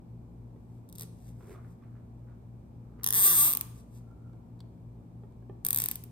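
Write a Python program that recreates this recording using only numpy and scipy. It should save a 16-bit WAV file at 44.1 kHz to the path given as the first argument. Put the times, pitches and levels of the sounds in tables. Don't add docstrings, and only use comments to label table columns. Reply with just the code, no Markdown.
import sys
import numpy as np
from scipy import signal
from scipy.fft import rfft, irfft
from scipy.io import wavfile

SR = 44100
rng = np.random.default_rng(int(sys.argv[2]) if len(sys.argv) > 2 else 0)


def pcm_store(signal):
    levels = np.round(np.clip(np.atleast_2d(signal), -1, 1) * 32767)
    wavfile.write(sys.argv[1], SR, levels.astype(np.int16).T)


N = 269451
T = np.arange(N) / SR

# [f/Hz, rms level/dB]
HUM_LINES = [(58.3, -57), (57.15, -62), (116.62, -48), (120, -52), (233.25, -57), (240, -66)]
HUM_DB = -3.5
HUM_SWELL_S = .453
# [f/Hz, width/Hz, rms level/dB]
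FAN_BANDS = [(56, 8, -66.5), (110, 7.6, -64.5), (171.83, 7, -59)]
# [f/Hz, density/dB per Hz]
AIR_COMMON = [(20, -14), (45, 1), (95, 4), (200, 1), (300, -3.5), (450, -10.5), (620, -16), (900, -18.5),
              (1400, -33), (2050, -40), (2350, -35), (2650, -42), (6500, -48), (8700, -44.5), (10700, -54),
              (12700, -43), (16000, -62)]
AIR_OPPOSED = [(20, -15.5), (55, -8), (120, -8), (230, -7), (330, -14), (600, -15.5), (880, -16.5),
               (1300, -29.5), (1900, -36.5), (4000, -43), (9000, -45), (16000, -46.5)]
AIR_COMMON_DB, AIR_OPPOSED_DB = -53.5, -63
# [f/Hz, t60/s]
ROOM_DECAY = [(200, 0.082), (1000, 0.75), (4000, 0.53), (8000, 0.51), (15000, 0.3)]
# [f/Hz, level/dB]
ROOM_SPREAD = [(1200, 9), (4000, 4.5), (9000, 2), (13000, -2.5)]
# [f/Hz, level/dB]
DECK_REFLECTION = [(600, -18), (1500, -11), (4000, -4), (6000, -11.5), (9000, -5.5), (13000, -10.5)]
PORT_DELAY_S = 0.0002383
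EDGE_HZ = 16450

# [t/s, level/dB, f/Hz]
WIRE_BUMPS = [(0.56, -59.5, 410), (1.556, -64, 1130), (1.824, -68.5, 1124), (2.99, -62.5, 444),
              (4.334, -58, 335), (4.603, -64.5, 457.4), (4.639, -59.5, 322), (5.235, -55, 394),
              (5.424, -56, 347), (5.496, -46, 378)]
# [multiple of its f, level/dB, t60/s]
BUMP_PARTIALS = [(1, 10.5, 0.047), (2.15, -6, 0.096), (3.1, -5.5, 0.021), (4.7, -16.5, 0.056),
                 (6.6, -23.5, 0.035), (8.4, -19, 0.017)]
# [peak t/s, slip level/dB, swell/s, gripping f/Hz, width/Hz]
RUB_STROKES = [(1.02, -65, 0.083, 420, 89), (1.41, -69.5, 0.03, 1200, 900), (1.436, -64.5, 0.07, 377, 60),
               (1.49, -59, 0.07, 394, 30), (1.518, -57, 0.09, 366, 29.8), (1.54, -72, 0.24, 2170, 400),
               (1.56, -64, 0.07, 1140, 600), (1.655, -75, 0.18, 1780, 800), (1.847, -77, 0.07, 1900, 900),
               (1.977, -74.5, 0.14, 1570, 804), (2.31, -76, 0.11, 1420, 600),
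               (2.991, -68, 0.014, 1690, 1220), (3.049, -76, 0.5, 1160, 400)]
# [f/Hz, level/dB]
RUB_SPECTRUM = [(150, -14), (390, 9.5), (600, -1.5), (850, -6.5), (1150, -4), (1900, -12.5), (2400, -16),
                (3200, -22), (8000, -27.5)]
# [peak t/s, level/dB, swell/s]
SQUEAK_STROKES = [(4.12, -68, 0.11), (4.33, -75.5, 0.87)]
# [f/Hz, level/dB]
SQUEAK_SPECTRUM = [(900, -30), (1250, -13), (1370, -2.5), (1500, -19.5), (2000, -42.5)]
# [peak t/s, level/dB, swell/s]
SLIDE_STROKES = [(.78, -80.5, 0.44), (1.02, -52, 0.1), (1.29, -65.5, 0.34), (1.53, -65, 0.32),
                 (1.72, -75.5, 0.31), (3.79, -64, 0.25), (3.97, -64, 0.14)]
# [peak t/s, level/dB, swell/s]
CRACKLE_STROKES = [(5.80, -42.5, 0.07), (5.92, -51.5, 0.18)]
# [f/Hz, level/dB]
SLIDE_SPECTRUM = [(1000, -8), (2500, -8), (4000, -6), (6500, -2), (8800, -0.5), (11000, -1), (13300, -3.5),
                  (16000, -18.5)]
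SWELL_DB, RELEASE_DB_PER_S = 29, 336.5
# [t/s, energy/dB]
STRAP_FLICKS = [(4.332, -54.5), (4.592, -50.5), (4.6046, -32), (4.614, -55.5), (5.323, -56.5)]
# [f/Hz, level/dB]
FLICK_SPECTRUM = [(100, -28), (400, 3), (1200, 8.5), (2500, -8.5), (3300, 9.5), (4000, 13.5), (4700, 10),
                  (5400, 4), (7300, -1), (8500, 6), (11000, -8.5), (13500, -7), (16000, -11.5)]

# [f/Hz, level/dB]
LOOSE_SNAP = [(100, -44.5), (600, -30.5), (1100, -13.5), (1750, -18.5), (2300, -22), (3600, -3.5),
              (4700, -6.5), (5800, -2.5), (7500, -6.5), (8500, 3.5), (11000, 1.5), (13000, 3.5), (15000, 0),
              (16500, -7.5)]
SNUG_SNAP = [(100, -31), (600, -30), (1100, -27), (1750, -10), (2300, -30.5), (2800, -17), (3500, -10),
             (4500, -18.0), (5900, -1.5), (7400, -18.5), (8600, -13), (9200, -18.5), (9900, 7.5),
             (10500, 0), (11500, -1.8), (14800, 1), (15600, -5.5), (16400, -17.5)]
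RUNNING_SNAP = [(100, -37.5), (550, -28), (1100, -20.5), (1350, -30.5), (1600, -20), (2600, -28),
                (3500, -16.5), (4400, -21), (4900, -17.5), (5600, -22.5), (6800, -9), (7600, -23),
                (8400, 1), (9300, -5.5), (9900, -3.5), (10800, -8.5), (12200, -5), (12900, -1), (13900, 3),
                (14900, 2), (15700, -11), (16400, -68.5)]
TAUT_SNAP = [(100, -32), (600, -24), (1100, -26.5), (1800, -31), (2450, -18), (2900, -20.5), (4200, -20.5),
             (6300, -16.5), (7600, -19.5), (8800, -11), (9400, -15.5), (10300, -5), (11200, -11),
             (12200, -11), (12850, -0.4), (13350, -2.5), (14100, 3), (14800, -4), (15500, -10),
             (16400, -28.5)]
CHATTER_TIMES = [0.0016, .0016, .0013, 0.0025]
# [t/s, state: 0 loose, 1 snug, 2 running free, 3 taut]
STRAP_STATE = [(1.03, 0), (3.04, 0.5), (3.245, 2.37), (3.285, 1.5), (3.61, 3), (5.64, 2.5), (5.8, 2.5),
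               (5.95, 3)]
# [t/s, mean energy/dB]
SINGLE_TEETH = [(0.8902, -35), (0.8985, -37), (.927, -26), (0.954, -28.5), (0.959, -28.5), (0.984, -21.5),
                (0.9966, -17), (1.01, -16.5), (1.0215, -18), (1.033, -22.5), (3.0345, -13), (3.0432, -2.5),
                (3.0639, 0), (3.074, -1.5), (3.088, -4), (3.106, -1), (3.536, 0.5), (3.551, -3),
                (3.5722, -1.5), (3.6113, -4), (5.6499, -1.5), (5.6657, -0.5), (5.687, -2), (5.707, 0.5),
                (5.7304, -1.5), (5.747, -2), (5.7616, -0.5), (5.7743, -2.5), (5.7869, -0.5), (5.8017, -5),
                (5.807, -23), (5.813, -13), (5.853, -17), (5.82, -1.5), (5.8396, -3), (5.8601, -3.5),
                (5.8872, -4), (5.9139, -5), (5.9572, -10), (6.039, -19)]
# [t/s, rate/teeth per s, mean energy of a tooth/dB]
ZIP_SPEED = [(3.1264, 88, -1), (3.14, 150, -1.5), (3.158, 217, -.5), (3.18, 232, -.5), (3.197, 203, 1),
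             (3.215, 190, .5), (3.227, 220, .5), (3.233, 350, .5), (3.262, 398, 3.2), (3.285, 385, -1),
             (3.303, 398, -1), (3.32, 355, -1.8), (3.35, 322, -1.5), (3.385, 283, 1.5), (3.405, 288, 2),
             (3.45, 305, .3), (3.472, 350, -2), (3.488, 280, -3), (3.503, 185, -4), (3.53, 110, -4.5)]
# [f/Hz, level relative to the tooth/dB, t60/s]
BODY_MODES = [(360, -52, 0.034), (453, -55, 0.0822), (871.5, -56, 0.06), (1037, -48.5, 0.035),
              (1131, -51, 0.05), (1640, -59.5, 0.025)]
GRIP_S = .2
SNAP_SIZE = 1024
SNAP_HZ = np.fft.rfftfreq(SNAP_SIZE, 1 / SR)


def amp(db):
    return 10 ** (np.asarray(db) / 20)


def unit(x):
    return x / np.sqrt(np.mean(x ** 2) + 1e-20)


def read(points, hz):
    f, value = np.transpose(points)
    return np.interp(np.log(hz + 1), np.log(f + 1), value)


def add(mix, s, sound):
    part = mix[..., int(s * SR):][..., :sound.shape[-1]]
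    part += sound[..., :part.shape[-1]]


def filtered(x, level_db):
    return irfft(rfft(x) * amp(level_db), N)


def coloured(x, points):
    return unit(filtered(x, read(points, np.fft.rfftfreq(N, 1 / SR))))


def causal(colour_db):
    log_gain = np.log(amp(np.r_[colour_db, colour_db[-2:0:-1]]))
    return np.exp(np.conj(signal.hilbert(log_gain)))[:len(colour_db)]


def decay(t, t60):
    return np.exp(-np.log(1000) * t / t60)


def background(hum_balance_db=2.0):
    hz = np.fft.rfftfreq(N, 1 / SR)
    lines = [np.sqrt(2) * amp(db) * np.cos(2 * np.pi * f * (T - HUM_SWELL_S)) for f, db in HUM_LINES]
    hum = amp(HUM_DB) * sum(lines)
    for centre, width, db in FAN_BANDS:
        resonance = 1 / (1 + (2 * (hz - centre) / width) ** 2)
        flutter = irfft(rfft(rng.standard_normal(N)) * resonance, N)
        hum = hum + amp(db) * unit(flutter)
    common = amp(AIR_COMMON_DB) * coloured(rng.standard_normal(N), AIR_COMMON)
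    opposed = amp(AIR_OPPOSED_DB) * coloured(rng.standard_normal(N), AIR_OPPOSED)
    left = hum * amp(hum_balance_db / 2) + common + opposed
    right = hum * amp(-hum_balance_db / 2) + common - opposed
    return np.array([left, right])


def room(x, tail_db=-15, count=3):
    t, out = T[:SR * 3 // 4], np.zeros((2, N))
    x = filtered(x, tail_db + read(ROOM_SPREAD, np.fft.rfftfreq(N, 1 / SR)))
    for k in range(count):
        noise = rng.standard_normal((2, len(t))) * (t > .006)
        hz, at, z = signal.stft(noise, SR, nperseg=256)
        damped = z * decay(at, read(ROOM_DECAY, hz)[:, None])
        tail = signal.istft(damped, SR, nperseg=256)[1][:, :len(t)]
        response = unit(tail) / np.sqrt(len(t))
        share = np.sqrt(2 / count) * np.cos(np.pi * (T / GRIP_S + k / count))
        out += signal.fftconvolve((x * share)[None], response, axes=1)[:, :N]
    return out


def deck(x, decay_s=0.0027):
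    t = T[:SR // 16]
    scatter = rng.standard_normal((2, len(t))) * np.exp(-t / decay_s) * (t > .0007)
    response = unit(scatter) / np.sqrt(len(t))
    x = filtered(x, read(DECK_REFLECTION, np.fft.rfftfreq(N, 1 / SR)))
    return signal.fftconvolve(x[None], response, axes=1)[:, :N]


def ports(x, balance_db):
    hz = np.fft.rfftfreq(N, 1 / SR)
    lag = PORT_DELAY_S * np.interp(hz * PORT_DELAY_S, [.5, .8], [0, 1])
    late = irfft(rfft(x) * np.exp(-2j * np.pi * hz * lag), N)
    return np.array([x * amp(balance_db / 2), late * amp(-balance_db / 2)])


def bumps(rise_s=0.0004):
    out, t = np.zeros(N), T[:SR // 6]
    for s, db, hz in WIRE_BUMPS:
        ring = sum(amp(mode_db) * decay(t, t60) * np.sin(2 * np.pi * (hz * ratio * t + rng.random()))
                   for ratio, mode_db, t60 in BUMP_PARTIALS)
        soft_onset = (1 - np.exp(-t / rise_s)) ** 2
        add(out, s, amp(db) * ring * soft_onset)
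    return out


def friction(strokes, colour, slips_per_s, spread_db):
    size_db = spread_db * np.minimum(rng.exponential(1, N), 4)
    sizes = amp(size_db) * rng.standard_normal(N)
    slips = sizes * (rng.random(N) < slips_per_s / SR)
    levels = []
    for s, db, swell_s in strokes:
        before, after = SWELL_DB * (s - T) / swell_s, RELEASE_DB_PER_S * (T - s)
        levels.append(db - np.maximum(before, after))
    return coloured(slips, colour) * amp(np.max(levels, axis=0))


def rubs(grip_db=5):
    out = np.zeros(N)
    for s, db, swell_s, hz, width in RUB_STROKES:
        slips = friction([(s, db, swell_s)], RUB_SPECTRUM, slips_per_s=620, spread_db=1.0)
        grip = signal.lfilter(*signal.iirpeak(hz, hz / width, SR), slips)
        out += slips + amp(grip_db) * np.std(slips) * unit(grip)
    return out


def squeaks():
    return friction(SQUEAK_STROKES, SQUEAK_SPECTRUM, slips_per_s=890, spread_db=3.5)


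def sliding():
    slide = friction(SLIDE_STROKES, SLIDE_SPECTRUM, slips_per_s=5100, spread_db=2.0)
    return slide + friction(CRACKLE_STROKES, SLIDE_SPECTRUM, slips_per_s=1500, spread_db=3)


def flicks(decay_s=0.0019):
    out, t = np.zeros(N), T[:SNAP_SIZE]
    ring = causal(read(FLICK_SPECTRUM, SNAP_HZ))
    for s, db in STRAP_FLICKS:
        rattle = rng.standard_normal(SNAP_SIZE) * np.exp(-t / decay_s)
        tick = irfft(rfft(rattle) * ring)
        add(out, s, amp(db) * tick / np.linalg.norm(tick))
    return out


def teeth(pull, jitter_s=.000015):
    s, rate, level_db = np.transpose(pull)
    t = np.arange(s[0], s[-1], 1 / SR)
    passed = np.floor(np.cumsum(np.interp(t, s, rate)) / SR)
    times = t[np.diff(passed, prepend=-1) > 0]
    return [(at + jitter_s * rng.standard_normal(), np.interp(at, s, level_db)) for at in times]


def snap(s, db, tension, chatter, count=2):
    hz, lead = SNAP_HZ, SNAP_SIZE // 8 / SR
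    t = np.arange(SNAP_SIZE) / SR - lead
    shares = np.maximum(1 - abs(np.clip(tension, 0, 3) - np.arange(4)), 0)
    colours = (LOOSE_SNAP, SNUG_SNAP, RUNNING_SNAP, TAUT_SNAP)
    colour_db = shares @ [read(colour, hz) for colour in colours]
    contact = 1 / (1 + (2 * t / (shares @ CHATTER_TIMES)) ** 8)
    for _ in range(count):
        force = np.exp(1j * np.angle(rfft(chatter * contact)))
        chatter = irfft(force)
    between_samples = np.exp(-2j * np.pi * hz * ((s - lead) * SR % 1) / SR)
    wave = irfft(causal(colour_db) * rfft(chatter * contact) * between_samples)
    return s - lead, amp(db) * wave / np.linalg.norm(wave)


def ratchet(uneven_db=0.66, kick_spread_db=1.5, taut_damping_db=4, fresh=.25, haze_db=-23,
            haze_s=.002, detune=0.02):
    snaps, wire, haze = np.zeros(N), np.zeros(N), np.zeros(N)
    age = T[:SR // 12]
    haze_shape = np.exp(-abs(age - age.mean()) / haze_s)
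    haze_shape /= np.linalg.norm(haze_shape)
    grips = rng.standard_normal((int(N / SR / GRIP_S) + 2, SNAP_SIZE))
    for at, db in SINGLE_TEETH + teeth(ZIP_SPEED):
        tension = np.interp(at, *np.transpose(STRAP_STATE))
        grip, shift = divmod(at / GRIP_S, 1)
        turn = shift * np.pi / 2
        held = np.cos(turn) * grips[int(grip)] + np.sin(turn) * grips[int(grip) + 1]
        strength, kick = rng.standard_normal(2)
        chatter = held + fresh * rng.standard_normal(SNAP_SIZE)
        add(snaps, *snap(at, db + uneven_db * strength, tension, chatter))
        add(haze, at - age.mean(), amp(db + haze_db) * haze_shape)
        bend = 1 + detune * held[0]
        ring = sum(amp(mode_db) * decay(age, t60) * np.sin(2 * np.pi * hz * bend * age)
                   for hz, mode_db, t60 in BODY_MODES)
        kick_db = db + kick_spread_db * kick - taut_damping_db * tension / 3
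        add(wire, at, amp(kick_db) * ring)
    return snaps + haze * coloured(rng.standard_normal(N), SLIDE_SPECTRUM), wire


def scene():
    air = background()
    slide = sliding()
    handling = bumps() + rubs() + squeaks()
    snaps, body = ratchet()
    strap, wire, ticks = snaps + slide, body + handling, flicks()
    wire_pan_db, wire_wet_db, tick_wet_db = -5, 1.5, -5
    wire_gain = amp([[wire_pan_db / 2], [-wire_pan_db / 2]])
    direct = ports(strap, balance_db=1.1) + ticks + wire * wire_gain
    into_room = strap + amp(wire_wet_db) * wire + amp(tick_wet_db) * ticks
    return direct + deck(strap + ticks) + room(into_room) + air


def record(dry):
    lowpass = signal.firwin(255, EDGE_HZ, window=("kaiser", 8), fs=SR)
    return signal.oaconvolve(dry, lowpass[None], "same")


dry = scene()
out = record(dry)
pcm_store(out)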